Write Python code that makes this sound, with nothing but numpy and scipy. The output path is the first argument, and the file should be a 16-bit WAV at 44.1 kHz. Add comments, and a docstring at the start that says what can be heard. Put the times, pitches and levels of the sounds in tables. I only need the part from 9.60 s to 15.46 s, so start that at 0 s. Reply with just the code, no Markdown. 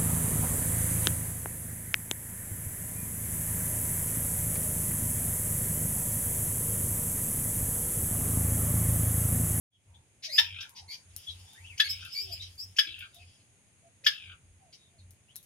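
"""A netted pen, grey francolins walking on gravel. An adult gives four sharp calls, each a rising squeak,
a loud chip and a soft rasp fluttering through throat resonances; young birds peep, wheeze and chatter
in between, among soft low notes. Feet crack the grit, and ground and kerb echo briefly. Behind are
faint distant calls, a low hum that swells and fades, and quiet air."""
import sys
import numpy as np
from scipy import signal
from scipy.fft import rfft, irfft, next_fast_len
from scipy.io import wavfile

SR = 44100
rng = np.random.default_rng(int(sys.argv[2]) if len(sys.argv) > 2 else 0)


def store_wav(level_fs):
    """Save 16-bit WAV to argv[1]."""
    pcm = np.round(np.clip(np.atleast_2d(level_fs), -1, 1) * 32767)
    wavfile.write(sys.argv[1], SR, pcm.T.astype(np.int16))


N = 258323
TIME_S = np.arange(N) / SR
EDGE_HZ = 15900
PURE_OCTAVE_DB = -26  # re the fundamental
# Spectrum of hoarse breath. 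Each row: frequency in Hz, relative level in dB.
BREATH_SPECTRUM = [(1200, -48.5), (2000, -17.5), (3100, -2), (4200, -5), (5100, 0.5), (6300, -5),
                   (7500, -23), (12000, -32.5), (16000, -42)]


def adult(squeak_lead_s=.026, rattle_delay_s=.03, rattle_s=0.2781, left_db=3):
    """Each call: a squeak swells and sweeps up, breaks into a chip and trails off as a rattle."""
    # Each row: time in seconds, chip gain in dB, pitch in Hz, chip tone length in seconds,
    # third-harmonic gain in dB, rattle gain in dB.
    calls = [(.779, -13.5, 1770, 0.01702, -11, -42.5), (2.198, -14.5, 1702, 0.011, -19, -45),
             (3.184, -14.5, 1679, 0.014, -10, -43.5), (4.4626, -14, 1713, 0.01208, -13, -47)]
    out = np.zeros(N)
    for s, db, hz, length_s, third_db, rattle_db in calls:
        squeak = whistle(length_s=0.024, db=-39.5, path_hz=[1700, 2750, 3700], octave_db=0, rough=.55)
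        add(out, s - squeak_lead_s, squeak * np.linspace(0, 2, len(squeak)))
        add(out, s - .004, chip(length_s, db, hz, third_db))
        add(out, s + rattle_delay_s, rattle(rattle_s, rattle_db))
    return panned(out, left_db)


def chip(length_s, db, hz, third_db, bend=.15, jitter=.028, puff_db=-3.5, puff_stretch=2.3, lead_s=.004):
    """A few dozen hard cycles whose pitch leaps and drops, inside a longer harsh puff."""
    # Each entry: relative level of a harmonic in dB, from the fundamental up.
    harmonics_db = [-10, -2, 0, -28.5, -34, -31, -29, -40.5]
    # Each row: frequency in Hz, relative level in dB.
    puff_spectrum = [(300, -47.5), (650, -34.5), (950, -28.5), (1650, 1), (2300, -4), (3100, 6.5),
                     (4200, -1), (5200, -2), (6200, -13.5), (8000, -26), (12000, -20), (16000, -33.5)]
    u, puff_u = progress(length_s), progress(length_s * puff_stretch)
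    phase = phase_of(hz * (1 + bend * (arch(u, .6) - .94) + jitter * wobble(len(u), 700)))
    tone = sum(gain_of(level_db + third_db * (k == 3)) * np.sin(k * phase)
               for k, level_db in enumerate(harmonics_db, 1))
    out = gain_of(puff_db) * noise(len(puff_u), puff_spectrum) * arch(puff_u ** 0.7, 3.9)
    add(out, lead_s, evened(tone * arch(u, 1.6)))
    return gain_of(db) * out


def rattle(length_s, db, beat_hz=52, sag=.12, drift=0.04, swell_db=1.5, fall_db=9, push_db=5):
    """A fluttering throat rasp; with a last push of air the beak shuts and the resonances sink."""
    # Each row: centre in Hz, width in Hz, relative level in dB at the start and at the end.
    resonances = [(1516, 390, -23, 6), (2487, 380, 2, -6), (3289, 1200, 5.5, -0.5),
                  (4900, 660, -12.5, -25.5)]
    u = progress(length_s)
    shut = 1 - sag * np.clip(5 * u - 4, 0, 1)
    rasp = 0
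    for hz, width_hz, start_db, end_db in resonances:
        centre_hz = hz * shut * (1 + drift * wobble(len(u), 7.3))
        rasp += gain_of(start_db + (end_db - start_db) * u ** 2) * band(centre_hz, width_hz)
    beat = np.cumsum(beat_hz * (1 + .15 * wobble(len(u), 30))) / SR % 1
    flutter = .27 + arch(beat ** .5, 4)  # one quick puff a beat
    last_push = np.exp(-((u - .78) / .13) ** 2)
    effort_db = swell_db * wobble(len(u), 10) - fall_db * u + push_db * last_push
    return gain_of(db) * evened(rasp * flutter * signal.windows.tukey(len(u), .45) * gain_of(effort_db))


def small_voices(gain_db=1, left_db=2):
    """Peeps, wheezes and chatter of the young birds, plus soft low notes."""
    # Each row: start in seconds, length in seconds, gain in dB, pitch in Hz, glide as a share of pitch.
    peeps = [(0.117, 0.0558, -60, 3278, -0.094), (0.342, 0.0205, -60, 3540, 0.015),
             (0.683, 0.0645, -44.5, 2144, 0.243), (0.717, 0.092, -36, 2480, .02),
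             (1.279, 0.0775, -46, 2295, 0.093), (1.667, 0.0355, -41, 3358, -0.056),
             (1.683, 0.0537, -49.5, 3772, -0.244), (1.846, 0.166, -63, 3614, 0.062),
             (1.944, 0.0924, -62, 2049, 0.502), (2.035, 0.0496, -53, 2991, 0.367),
             (2.073, 0.0735, -54.5, 2565, -0.42), (2.232, 0.048, -38, 2211, -0.052),
             (2.288, 0.0359, -33.5, 2625, 0.076), (2.52, 0.0286, -43, 2580, -0.015),
             (2.542, 0.073, -38.5, 2357, 0.057), (2.593, 0.053, -42, 2610, 0.057),
             (2.714, 0.032, -39.5, 2507, .12), (2.793, 0.0474, -44, 3872, .14),
             (2.977, 0.0734, -44, 2585, 0.163), (3.527, 0.0667, -59.5, 3670, -0.092),
             (3.585, 0.069, -60.5, 2555, -.08), (5.167, 0.1397, -69, 3710, -.09),
             (5.382, 0.029, -64, 4060, -0.24), (5.679, 0.05, -64, 3107, 0.324),
             (5.744, 0.0586, -62.5, 3844, -0.273)]
    # Same columns. 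The row at 0.784 s is the low body of the adult's first chip.
    low_notes = [(0.653, 0.1212, -62.5, 587, -0.337), (0.784, 0.0276, -45, 937, 0.112),
                 (2.586, 0.165, -62, 386.1, -0.1026), (2.671, 0.0713, -61, 681.6, -0.164),
                 (3.264, 0.0295, -61.5, 337.7, 0.377), (3.546, 0.0704, -66.5, 701, 0.082),
                 (4.226, 0.0523, -66, 681.5, 0.036), (4.43, .019, -64, 544, 0.34),
                 (4.984, 0.1256, -70.5, 718, -.4), (5.302, 0.091, -77.5, 677.8, -0.19)]
    # Each row: start in seconds, length in seconds, gain in dB.
    wheezes = [(0.623, 0.0513, -40), (1.002, 0.0182, -44), (1.147, 0.0624, -51), (1.301, 0.0625, -49.5),
               (2.814, 0.02525, -49.5), (5.12, 0.03763, -56)]
    # Soft peeps are hoarser. Each row: peep gain in dB, roughness from 0 to 1.
    roughness = [(-60.5, .2), (-48.5, .21), (-40, .12)]
    out = np.zeros(N)
    for s, length_s, db, hz, glide in peeps:
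        rough = np.interp(db, *np.transpose(roughness))
        add(out, s, note(length_s, db, hz, glide, throat_octave_db(db, hz), rough))
    for s, length_s, db, hz, glide in low_notes:
        add(out, s, note(length_s, db, hz, glide, PURE_OCTAVE_DB, rough=.14))
    for s, length_s, db in wheezes:
        add(out, s, wheeze(length_s, db))
    return gain_of(gain_db) * panned(out + chatter(), left_db)


def whistle(length_s, db, path_hz, octave_db, rough, jitter=.17, breath_db=-7):
    """A glide through three pitches; roughness shakes pitch and strength and lets breath through."""
    # Each entry: level of a harmonic in dB re the octave, from the third up.
    upper_db = [-17, -22.5, -17, -24]
    u, middle_hz = progress(length_s), path_hz[1]
    hz = np.polyval(np.polyfit([0, .5, 1], path_hz, 2), u)
    phase = phase_of(hz * (1 + jitter * rough * wobble(len(u), middle_hz / 5)))
    harmonics_db = [0, octave_db] + [octave_db + level_db for level_db in upper_db]
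    tone = evened(sum(gain_of(level_db) * np.sin(k * phase)
                      for k, level_db in enumerate(harmonics_db, 1) if k * middle_hz < EDGE_HZ))
    breath = rough * gain_of(breath_db) * noise(len(u), BREATH_SPECTRUM)
    shake = 1 + rough * wobble(len(u), 260)
    return gain_of(db) * evened((tone * shake + breath) * arch(u ** .8, .8))


def note(length_s, db, hz, glide, octave_db, rough, bow=.03):
    """A whistle gliding through hz, both ends sagging by the share bow."""
    path_hz = [hz * (1 - bow - glide / 2), hz, hz * (1 - bow + glide / 2)]
    return whistle(length_s, db, path_hz, octave_db, rough)


def throat_octave_db(db, hz, nasal_db=8, throat_hz=5216, width_hz=280, throat_db=22.5):
    """A loud, low peep pushes its octave into the throat resonance; soft or high ones stay pure."""
    nasal = np.interp(db, (-54, -48), [0, 1]) * np.interp(hz, (2750, 3250), [1, 0])
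    lift_db = throat_db * np.exp(-((2 * hz - throat_hz) / width_hz) ** 2)
    return PURE_OCTAVE_DB + (nasal_db + lift_db - PURE_OCTAVE_DB) * nasal


def wheeze(length_s, db):
    """A puff of hoarse air with a broken, falling voice in it."""
    u = progress(length_s)
    puff = evened(noise(len(u), BREATH_SPECTRUM) * arch(u, 1.4))
    voice = note(length_s, db=-6, hz=2250, glide=-0.077, octave_db=8, rough=.55)
    return gain_of(db) * evened(puff + voice)


def chatter(low_hz=3200, high_hz=5100, high_db=-2, waver=0.061, throb_db=3):
    """Soft hoarse mutter through two wandering throat resonances."""
    # Each row: time in seconds, gain in dB.
    envelope = [(1.4, -89), (1.6, -57), (2.15, -73.5), (2.32, -54), (2.86, -50), (2.96, -75), (3.7, -64.5),
                (3.95, -88)]
    throat = 1 + waver * wobble(N, 14)
    low = band(low_hz * throat, width_hz=1200)
    high = gain_of(high_db) * band(high_hz * throat, width_hz=1300)
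    return follow(envelope) * evened((low + high) * gain_of(throb_db * wobble(N, 25)))


def feet(step_db=-10, grains_per_s=1100, crack_s=0.0039, scatter_s=0.017, scatter_db=-11):
    """Each step cracks a grain and scatters smaller ones; shuffling keeps up a fine crackle."""
    # Each row: start in seconds, gain in dB.
    steps = [(1.0288, -45), (1.094, -44.5), (1.5635, -33.5), (1.932, -46), (2.4487, -43), (3.391, -40.5),
             (3.5453, -43), (5.5075, -43), (5.758, -36), (5.8284, -43.5)]
    # Each row: frequency in Hz, relative level in dB.
    grit_spectrum = [(500, -19), (2000, -17), (4000, -3), (6500, 0), (8000, -3.5), (11000, 10),
                     (15500, -4.5)]
    # Each row: time in seconds, gain in dB.
    shuffle_envelope = [(1.45, -90), (1.62, -68.5), (2.1, -74.5), (2.7, -65.5), (4.2, -96.5)]
    out, t = np.zeros(N), np.arange(SR // 12) / SR
    for s, db in steps:
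        scatter = gain_of(scatter_db + 8.1 * wobble(len(t), 250)) * np.exp(-t / scatter_s)
        grit = noise(len(t), grit_spectrum)
        add(out, s, gain_of(db + step_db) * grit * (np.exp(-t / crack_s) + scatter))
    grains = (rng.random(N) < grains_per_s / SR) * gain_of(3 * np.minimum(rng.exponential(1, N), 4))
    grain_decays = signal.lfilter([1], [1, -np.exp(-1 / 40)], grains)
    crackle = colour(grain_decays * rng.standard_normal(N), grit_spectrum)
    return panned(out + follow(shuffle_envelope) * crackle, left_db=4.1)


def pen(x, gap_s=.005, early_db=7, early_s=0.017):
    """Strong early echoes off ground and kerb, then a short diffuse tail, different at each ear."""
    # Each row: frequency in Hz, time to fall 60 dB in seconds.
    decay_times = [(200, 0.23), (1500, 0.23), (3500, 0.16), (5500, 0.22), (9000, 0.2), (15000, 0.23)]
    shape = (2, SR // 2)
    taps = rng.choice([-1., 1.], shape) * (rng.random(shape) < 1 / 12)
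    taps[:, :int(gap_s * SR)] = 0
    hz, t, spectra = signal.stft(taps, SR, nperseg=256)
    fall_db = early_db * np.exp(-(t / early_s) ** 2) - 60 * t / at_hz(decay_times, hz)[:, None]
    tail = signal.istft(spectra * gain_of(fall_db), SR, nperseg=256)[1]
    return signal.fftconvolve(x, tail / np.linalg.norm(tail, axis=1)[:, None], axes=1)[:, :N]


def ports(x, lag_rad=1.389, knee_hz=800):
    """Two ports hear bass alike; in the treble the right one lags by a set angle and is shaded."""
    # Right port. Each row: frequency in Hz, gain in dB.
    shading = [(1000, -0.5), (1700, 2.5), (3400, -1.31), (5500, 1.5), (9000, -4)]
    hz = np.fft.rfftfreq(N, 1 / SR)
    right = gain_of(at_hz(shading, hz)) * np.exp(-1j * lag_rad * (1 - np.exp(-hz / knee_hz)))
    return np.array([x[0], irfft(rfft(x[1]) * right, N)])


def far_birds(hz=930, width_hz=220, throb_db=1.0):
    """Distant calls, each blurred to a wavering, throbbing band."""
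    # Each row: start in seconds, length in seconds, gain in dB.
    calls = [(.25, 0.181, -70), (.95, 0.448, -64), (1.65, .55, -70.5)]
    envelope = np.zeros(N)
    for s, length_s, db in calls:
        add(envelope, s, gain_of(db) * arch(progress(length_s), 0.78))
    waver = 1 + .05 * wobble(N, 16)
    return envelope * band(hz * waver, width_hz) * gain_of(throb_db * wobble(N, 7))


def hum(hz=90.22, gain_db=-1, waver=0.028, octave_db=-24, rumble_hz=80., rumble_db=-10, edge_s=.016):
    """A low tone with a little rumble around it, in uneven swells."""
    # Each row: core start in seconds, core length in seconds, gain in dB.
    swells = [(0.279, 0.114, -54.5), (0.83, 0.179, -50), (1.214, 0.069, -54), (1.472, 0.122, -53.5),
              (1.699, 0.158, -50.5), (2.006, 0.139, -50.5), (2.266, 0.209, -50.5), (2.642, 0.3314, -49.5),
              (3.043, 0.089, -53.5), (3.305, 0.029, -56.5), (3.37, 0.063, -55), (3.583, 0.118, -54.5),
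              (4.649, 0.0886, -53), (4.841, 0.139, -56), (5.406, 0.128, -51.5)]
    envelope = np.zeros(N)
    for s, length_s, db in swells:
        add(envelope, s - edge_s, gain_of(db) * arch(progress(length_s + 2 * edge_s), 0.344))
    phase = phase_of(hz * (1 + waver * wobble(N, 14)))
    tone = np.sin(phase) + gain_of(octave_db) * np.sin(2 * phase)
    rumble = gain_of(rumble_db) * band(np.full(N, rumble_hz), width_hz=75)
    return gain_of(gain_db) * envelope * evened(tone + rumble)


def air(wash_db=-67):
    """Quiet outdoor air and a thin hiss drifting in level."""
    # Each row: frequency in Hz, relative level in dB.
    wash_spectrum = [(25, -34), (50, -10), (100, 0.5), (180, -8.5), (320, -16), (700, -20), (1300, -29.5),
                     (2400, -21), (4500, -33.5), (10000, -25.5), (12000, -42.5), (16000, -56.5)]
    hiss_spectrum = [(1200, -4), (2400, 1.5), (5900, -11.5), (6600, 10.5), (7400, -8), (8200, 2.5),
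                     (10400, 4), (11300, -15), (15000, -35)]
    # Each row: frequency in Hz, left-right correlation of the wash.
    correlation = [(50, 0.61), (200, 0.86), (600, 0.769), (2000, 0.058), (10000, 0.088)]
    # Each row: time in seconds, gain in dB.
    hiss_envelope = [(.2, -72.5), (1.4, -64), (1.65, -61), (2.7, -62), (3.4, -66.5), (5.8, -69.5)]
    same = at_hz(correlation, np.fft.rfftfreq(N, 1 / SR))
    left, other = rfft(rng.standard_normal((2, N)))
    right = same * left + np.sqrt(1 - same ** 2) * other
    wash = colour(irfft(np.array([left, right]), N), wash_spectrum)
    return gain_of(wash_db) * wash + follow(hiss_envelope) * noise((2, N), hiss_spectrum)


def gain_of(db):
    """Decibels to gain."""
    return 10 ** (np.asarray(db) / 20)


def evened(x):
    """Scales to rms 1."""
    return x / np.sqrt(np.mean(x ** 2) + 1e-20)


def at_hz(points, hz):
    """Interpolates rows of (Hz, value) on a log-frequency axis."""
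    points_hz, values = np.transpose(points)
    return np.interp(np.log(hz + 1), np.log(points_hz + 1), values)


def follow(envelope):
    """Gain per sample from rows of (s, dB)."""
    return gain_of(np.interp(TIME_S, *np.transpose(envelope)))


def add(mix, s, sound):
    """Mixes a sound in at s seconds."""
    part = mix[..., max(round(s * SR), 0):][..., :sound.shape[-1]]
    part += sound[..., :part.shape[-1]]


def colour(x, spectrum):
    """Filters by rows of (Hz, dB), to rms 1."""
    size = next_fast_len(x.shape[-1])
    gains = gain_of(at_hz(spectrum, np.fft.rfftfreq(size, 1 / SR)))
    return evened(irfft(rfft(x, size) * gains, size)[..., :x.shape[-1]])


def noise(shape, spectrum):
    """Coloured noise, rms 1."""
    return colour(rng.standard_normal(shape), spectrum)


def wobble(size, cutoff_hz):
    """Smooth random drift, rms about 1."""
    padded = next_fast_len(size + SR // 8)
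    hz = np.fft.rfftfreq(padded, 1 / SR)
    return evened(irfft(rfft(rng.standard_normal(padded)) / (1 + (hz / cutoff_hz) ** 4), padded))[:size]


def phase_of(hz):
    """Running phase in radians."""
    return 2 * np.pi * np.cumsum(hz) / SR


def band(hz, width_hz):
    """Noise in a resonance that follows the curve hz."""
    phase, size = phase_of(hz), len(hz)
    return evened(wobble(size, width_hz / 2) * np.cos(phase) + wobble(size, width_hz / 2) * np.sin(phase))


def progress(length_s):
    """Ramp from 0 to 1."""
    return np.linspace(0, 1, max(int(length_s * SR), 8))


def arch(u, power):
    """One swell and fade as u runs from 0 to 1."""
    return np.maximum(np.sin(np.pi * u), 0) ** power


def panned(x, left_db):
    """Stereo, left louder than right by left_db."""
    return x * gain_of([[left_db / 2], [-left_db / 2]])


def scene():
    """Birds and feet, direct and echoed, over hum and air; far birds come as echo only."""
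    calls, voices, steps = gain_of(-4.5) * adult(), small_voices(), feet()
    direct = calls + gain_of(-4.5) * voices + steps
    echoes = pen(calls + gain_of(-0.5) * voices + gain_of(-7) * steps + far_birds())
    return ports(direct) + echoes + hum() + air()


def record(dry):
    """Fades in and limits the band."""
    fade = np.clip((TIME_S - .1) / 0.199, 0, 1)
    lowpass = signal.firwin(511, EDGE_HZ, window=("kaiser", 9), fs=SR)
    return signal.oaconvolve(dry * fade, lowpass[None], "same")


dry = scene()
out = record(dry)
store_wav(out)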